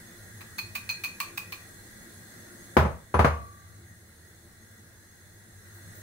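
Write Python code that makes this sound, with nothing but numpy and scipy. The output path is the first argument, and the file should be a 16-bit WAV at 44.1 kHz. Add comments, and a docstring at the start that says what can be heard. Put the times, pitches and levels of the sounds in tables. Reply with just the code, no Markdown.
"""Over the hum of a fan and appliances, a wire whisk taps a hand-held ceramic bowl eight times.
The bowl is set down on the worktop, which booms under one knock and a three-fold rock. A low hum
swells and fades, and a hand softly pats a flour sieve. Heard from a stereo pair of microphones in a
tiled kitchen; the recorder turns its gain down at the knocks and waits before it recovers."""
import sys
import numpy as np
from scipy import signal
from scipy.fft import rfft, irfft
from scipy.io import wavfile
from scipy.ndimage import uniform_filter1d, minimum_filter1d

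SR = 44100
rng = np.random.default_rng(int(sys.argv[2]) if len(sys.argv) > 2 else 0)


def dump(signal):
    """Clip the signal to [-1, 1] and save it as 16-bit WAV at the path in sys.argv[1]."""
    limited = np.clip(np.atleast_2d(signal).T, -1, 1)
    pcm = np.round(limited * 32767).astype(np.int16)
    wavfile.write(sys.argv[1], SR, pcm)


N = 265482


def gain_of(db):
    """Turns dB into an amplitude factor."""
    return 10 ** (np.asarray(db) / 20)


def unit_rms(x):
    """Scales to rms 1."""
    return x / np.sqrt(np.mean(x ** 2) + 1e-20)


def curve_at(points, hz):
    """Reads (frequency, value) points on a log-frequency axis."""
    point_hz, value = np.transpose(points)
    return np.interp(np.log(hz + 1), np.log(point_hz + 1), value)


def add(mix, start_s, sound):
    """Mixes a sound in at its start time."""
    part = mix[..., round(start_s * SR):][..., :sound.shape[-1]]
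    part += sound[..., :part.shape[-1]]


def mic_spectra(hz, frames):
    """Random spectra for two microphones that agree in the bass only."""
    # likeness of left and right: (frequency [Hz], correlation [-1..1])
    likeness = [(60, 0.89), (180, 0.96), (550, 0.56), (1650, 0.041), (4970, -0.11), (15000, 0.14)]
    alike = np.clip(curve_at(likeness, hz), -1, 1)[:, None]
    a, b, c, d = rng.standard_normal((frames, len(hz), 4)).T
    left, unrelated = a + 1j * b, c + 1j * d
    return np.array([left, alike * left + np.sqrt(1 - alike ** 2) * unrelated])


def burst(spectrum, rise_s, t60, tilt_db=0.):
    """Coloured noise that rises and dies away; the tilt is in dB per octave."""
    t, hz = np.arange(8192) / SR, np.fft.rfftfreq(8192, 1 / SR)
    colour = gain_of(curve_at(spectrum, hz) + tilt_db * np.log2(np.maximum(hz, 100) / 1000))
    noise = unit_rms(irfft(mic_spectra(hz, 1)[..., 0] * colour))
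    return noise * (1 - np.exp(-t / rise_s)) * gain_of(-60 * t / t60)


def ring(modes, rise_s):
    """Modes build up and die away; the higher ones differ more in phase between the microphones."""
    hz, db, t60 = np.transpose(modes)[:, :, None]
    t = np.arange(round(min(1.2 * t60.max(), 1) * SR)) / SR
    common, apart = rng.uniform(-1, 1, (2, len(hz), 1))
    phase = np.pi * common + np.minimum(hz / 700, 1.15) * np.array([apart, -apart])
    swell = 1 - np.exp(-t / (rise_s + 0.13 / hz))
    return (swell * gain_of(db - 60 * t / t60) * np.sin(2 * np.pi * hz * t + phase)).sum(1)


def room_tone():
    """Fan and appliances resonate in a bed of drifting noise; a low drone swells and sinks."""
    # noise bed of the room: (frequency [Hz], relative density [dB])
    bed = [(20, -18), (62, -16), (130, -14.5), (280, -17), (560, -21), (1000, -27.5), (1300, -25),
           (2000, -21), (2400, -34), (3200, -35.5), (5000, -33), (7000, -31), (9200, -29.5), (12000, -30.5),
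           (14000, -33.5), (15700, -32)]
    # fan and appliance resonances: (frequency [Hz], width [Hz], height over the bed [dB])
    hums = [(48, 10, 8), (175, 14, 8), (220, 14, 12), (345, 14, 11), (1430, 80, 5), (1630, 120, 9),
            (1900, 150, 8), (3500, 250, 9), (4150, 500, 10), (5600, 600, 4), (8200, 1200, 6),
            (14800, 600, 4), (6460, 140, 15), (9730, 70, 9), (10960, 220, 12), (15700, 80, 6)]
    # course of the drone near 100 Hz: (time [s], level [dB])
    drone_levels = [(0, -63), (.3, -51.5), (.85, -53), (1.0, -58), (2.699, -57), (3.75, -46), (4.2, -53.5),
                    (5.5, -52.5), (5.93, -49.5), (6.02, -51)]
    frames, hz = N // 1024 + 5, np.fft.rfftfreq(4096, 1 / SR)

    def noise(db):
        spectra = mic_spectra(hz, frames) * gain_of(db)
        return unit_rms(signal.istft(spectra, nperseg=4096, noverlap=3072)[1][:, :N])

    drift = uniform_filter1d(rng.standard_normal((frames, len(hz))), size=3, axis=0)
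    patches_db = 1.8 * unit_rms(uniform_filter1d(drift, size=15, axis=1)).T
    hums_db = sum(db / (1 + (2 * (hz - centre) / width) ** 2) for centre, width, db in hums)
    air = noise((curve_at(bed, hz) + hums_db)[:, None] + patches_db)
    drone = noise(-3.0 * ((hz[:, None] - 101) / 7) ** 2)
    drone_db = np.interp(np.arange(N) / SR, *np.transpose(drone_levels))
    return gain_of(-49) * air + gain_of(drone_db) * drone


def wire_rattle(hard_db, rise_s, t60):
    """Wires land one by one, so the noise jumps in level; a harder tap is brighter."""
    # clash of the wires: (frequency [Hz], relative density [dB])
    spectrum = [(300, -38), (900, 1), (1500, -0.5), (2500, 3), (3300, -2.5), (4300, 0.5), (5500, -5.5),
                (7000, -8), (10000, -8), (15700, 0.5)]
    jumps = gain_of(4.5 * np.repeat(rng.standard_normal(128), 64))
    grain = unit_rms(uniform_filter1d(jumps, size=12))
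    return burst(spectrum, rise_s, t60, tilt_db=0.056 * hard_db) * grain


def bowl_ring(family_db, grip_db_per_s, rise_s):
    """The ceramic rings and a gripping hand speeds its decay; families given no level stay silent."""
    # five mode families, low to high, the last from the foot:
    # (frequency [Hz], relative level [dB], t60 standing free [s])
    families = [
        [(1040, -6, .2), (1128, -4, .8), (1167, 0, 1.0)],
        [(2406, -3, .25), (2449, -4, .25), (2492, 0, .45), (2610, -6, .15), (2300, -8, .15)],
        [(4199, -3, .35), (4285, 0, .35), (4400, -8, .15), (4650, -12, .3)],
        [(6200, -3, .15), (6310, 0, .2)],
        [(9800, -2, .2), (9950, 0, .2), (10150, -2, .2)],
    ]
    modes = [(hz, db + lift_db, 60 / (60 / t60 + grip_db_per_s))
             for family, lift_db in zip(families, family_db) for hz, db, t60 in family]
    return ring(modes, rise_s)


def whisk_taps():
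    """A first wire lands and the rest trail it; both rattle and ring the held bowl."""
    # whisk on bowl: (time [s], strength [dB], place [0 wall..1 rim], hardness [dB], trailing lag [s])
    taps = [(0.4078, -39.5, 0.5, -33, .005), (0.583, -25, 0.55, 1, 0.0053),
            (0.7511, -25, 0.36, -5.5, 0.0064), (0.891, -23.5, 0.15, 3.5, 0.0067),
            (1.0369, -22.5, 0.46, -2.5, 0.009), (1.2019, -23.5, 0.87, -3, .005),
            (1.3744, -26.5, 0.64, -8, 0.0034), (1.5228, -29.5, 0.72, -3.5, .004)]
    # drive of the four lower families: (offset at wall [dB], change at rim [dB], hardness share [ratio])
    tap_drive = [(-31, 26, 0.), (-1.5, -3, 0.15), (-6.5, -3.5, 0.91), (-16, 0, 0.93)]
    wall_db, rim_db, hard_share = np.transpose(tap_drive)
    pan = gain_of([[-1], [1]])  # the bowl rings slightly to the right
    out = np.zeros((2, N))
    for s, db, place, hard_db, lag in taps:
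        family_db = db + wall_db + rim_db * place + hard_share * hard_db
        add(out, s, gain_of(db - 1.5) * wire_rattle(hard_db, rise_s=0.00026, t60=0.04))
        add(out, s + lag, gain_of(db - 6.5) * wire_rattle(hard_db, rise_s=0.00077, t60=0.092))
        add(out, s, pan * bowl_ring(family_db - 3, grip_db_per_s=530, rise_s=0.0018))
        add(out, s + lag, pan * bowl_ring(family_db - 2, grip_db_per_s=530, rise_s=0.00049))
    return out


def kitchen_echo(sound):
    """The tiled room answers after 4 ms with a diffuse tail, each band dying at its own speed."""
    # reverberation: (frequency [Hz], t60 [s], relative level [dB])
    bands = [(59, 0.44, 3), (193, 0.46, -9.5), (930, 0.36, -2), (3020, 0.34, 0), (8000, 0.3, 5),
             (14900, 0.14, 4.5)]
    band_hz, t60, db = np.transpose(bands)
    hz, t = np.fft.rfftfreq(512, 1 / SR), np.arange(300) * 128 / SR
    start_db = curve_at(np.c_[band_hz, db], hz)[:, None]
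    fade_db = start_db - 60 * t / curve_at(np.c_[band_hz, t60], hz)[:, None]
    tail = signal.istft(mic_spectra(hz, len(t)) * gain_of(fade_db), nperseg=512, noverlap=384)[1]
    tail = np.pad(tail / np.linalg.norm(tail[0]), ((0, 0), (180, 0)))
    return signal.fftconvolve(sound.mean(0)[None], tail, axes=1)[:, :N]


def bowl_set_down():
    """Each contact gives a clack, a longer clatter, a flat blow, a worktop boom and a faint bowl ring."""
    # bowl on worktop: (time [s], strength [dB], flatness [dB], rim and foot ring [dB], grip [dB/s])
    contacts = [(2.767, -9.5, 7.5, -20, 340.5), (2.824, -23.5, 8, -14, 240), (2.852, -20, -16, -8, 120.5),
                (3.141, -15.5, -1, 2.5, 73), (3.191, -11.5, -1, -4, 90), (3.245, -11.5, -5, -5, 7)]
    # clack and clatter: (frequency [Hz], relative density [dB])
    thud = [(60, -22), (150, -9.5), (313, -24.5), (459, -11), (829, -9), (1150, -8.5), (2000, -19.5),
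            (3570, -33), (8680, -48), (15700, -48)]
    # the foot landing flat: (frequency [Hz], relative density [dB])
    foot = [(150, -32.5), (280, 3), (450, 6.5), (650, -8), (1500, -43.5), (15700, -76)]
    # modes of the worktop under the knocks: (frequency [Hz], relative level [dB], nominal t60 [s])
    worktop = [(75.5, 0, .26), (94, -7, .2), (115, -10, .2), (145, -7, .2), (218, -8, .25), (290, -14, .15),
               (373, -12, .12), (425, -11, .15), (478, -9, .2), (651, -14, .2), (830, -15, .2),
               (915, -16, .2), (1043, -12, .2), (1220, -12, .1)]
    # drive of each bowl family: (offset from strength [dB], share of rim and foot ring [ratio])
    knock_drive = [(-13, 0.86), (-27, .1), (-43, .1), (-29.5, .3), (-28, 0.55)]
    offset_db, ring_share = np.transpose(knock_drive)
    worktop_boom = np.multiply(worktop, [1, 1, .9])  # a short low boom
    out = np.zeros((2, N))
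    for s, db, flat_db, ring_db, grip in contacts:
        tilt_db = 0.5 * min(db + 9, 0) + 0.13 * max(ring_db, 0)  # soft blows dull, ringing ones brighten
        boom_db = db + 1.7 + .3 * flat_db  # a flat landing drives the worktop harder
        add(out, s, gain_of(db + 7) * burst(thud, rise_s=0.001, t60=0.037, tilt_db=tilt_db + 0.25))
        add(out, s, gain_of(db + 1.5) * burst(thud, rise_s=0.0033, t60=0.18, tilt_db=tilt_db + 0.83))
        add(out, s, gain_of(db + flat_db) * burst(foot, rise_s=0.00069, t60=0.034))
        add(out, s, gain_of(boom_db) * ring(worktop_boom, rise_s=0.0012))
        add(out, s, bowl_ring(db + offset_db + ring_share * ring_db, grip, rise_s=.0015))
    return out


def low_hum():
    """A low hum near 80 Hz swells after the knocks and fades: a wavering tone and its weaker octave."""
    pitch_hz, start_s, rise_s, fade_db_per_s = 80.5, 3.4, 0.26, 7.5
    t = np.arange(N) / SR
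    waver = unit_rms(uniform_filter1d(rng.standard_normal(N), size=9000))
    cycles = pitch_hz * t + .07 * waver
    tone = np.sin(2 * np.pi * cycles) + gain_of(-8) * np.sin(4 * np.pi * cycles)
    since = t - start_s
    return np.clip(since / rise_s, 0, 1) * gain_of(-50 - fade_db_per_s * since) * unit_rms(tone)


def sieve_pats():
    """Soft pats shake thin puffs of flour through the mesh."""
    # hand on sieve: (time [s], puff strength [dB])
    pats = [(4.2694, -51), (4.7094, -44), (5.3268, -46), (5.738, -39), (5.9494, -38)]
    hiss = [(3000, -26), (9000, -10.5), (15000, 2)]  # (frequency [Hz], relative density [dB])
    out = np.zeros((2, N))
    for s, db in pats:
        add(out, s, gain_of(db - 7) * burst(hiss, rise_s=.004, t60=0.25))
    return out


def scene():
    """At the microphones: taps and knocks with their echo, the sieve, room tone and the low hum."""
    # where the bowl lands in the stereo image: (frequency [Hz], left over right [dB])
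    balance = [(60, -3), (180, -1.5), (550, 3), (1650, 2), (4970, 2.0), (15000, -4)]
    taps, knocks = whisk_taps(), bowl_set_down()
    knocks = knocks + kitchen_echo(gain_of(-2.5) * knocks)
    # the worktop is too small to radiate below its lowest mode
    knocks = signal.sosfilt(signal.butter(6, 60, "high", fs=SR, output="sos"), knocks)
    balance_db = curve_at(balance, np.fft.rfftfreq(N, 1 / SR))
    knocks = irfft(rfft(knocks) * gain_of(np.outer([.5, -.5], balance_db)), N)
    taps = taps + kitchen_echo(gain_of(-2.0) * taps)
    return taps + knocks + sieve_pats() + room_tone() + low_hum()


def record(dry):
    """The recorder drops its gain on a loud sound, holds, then recovers; it cuts the highest treble."""
    threshold_db, max_cut_db, recovery_db_per_s, hold_s, top_hz = -17, 5.5, 9.8, 2.2, 15770
    power = uniform_filter1d((dry ** 2).mean(0), size=400)
    over_db = np.clip(10 * np.log10(abs(power) + 1e-12) - threshold_db, 0, max_cut_db)
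    hold = round(hold_s * SR)
    held_db = -minimum_filter1d(-over_db, size=hold, origin=(hold - 1) // 2, mode="nearest")
    recovery_db = np.arange(N) * recovery_db_per_s / SR
    cut_db = np.maximum.accumulate(held_db + recovery_db) - recovery_db
    lowpass = signal.firwin(1023, top_hz, window=("kaiser", 9), fs=SR)
    return signal.oaconvolve(dry / gain_of(cut_db), lowpass[None], "same")


dry = scene()
out = record(dry)
dump(out)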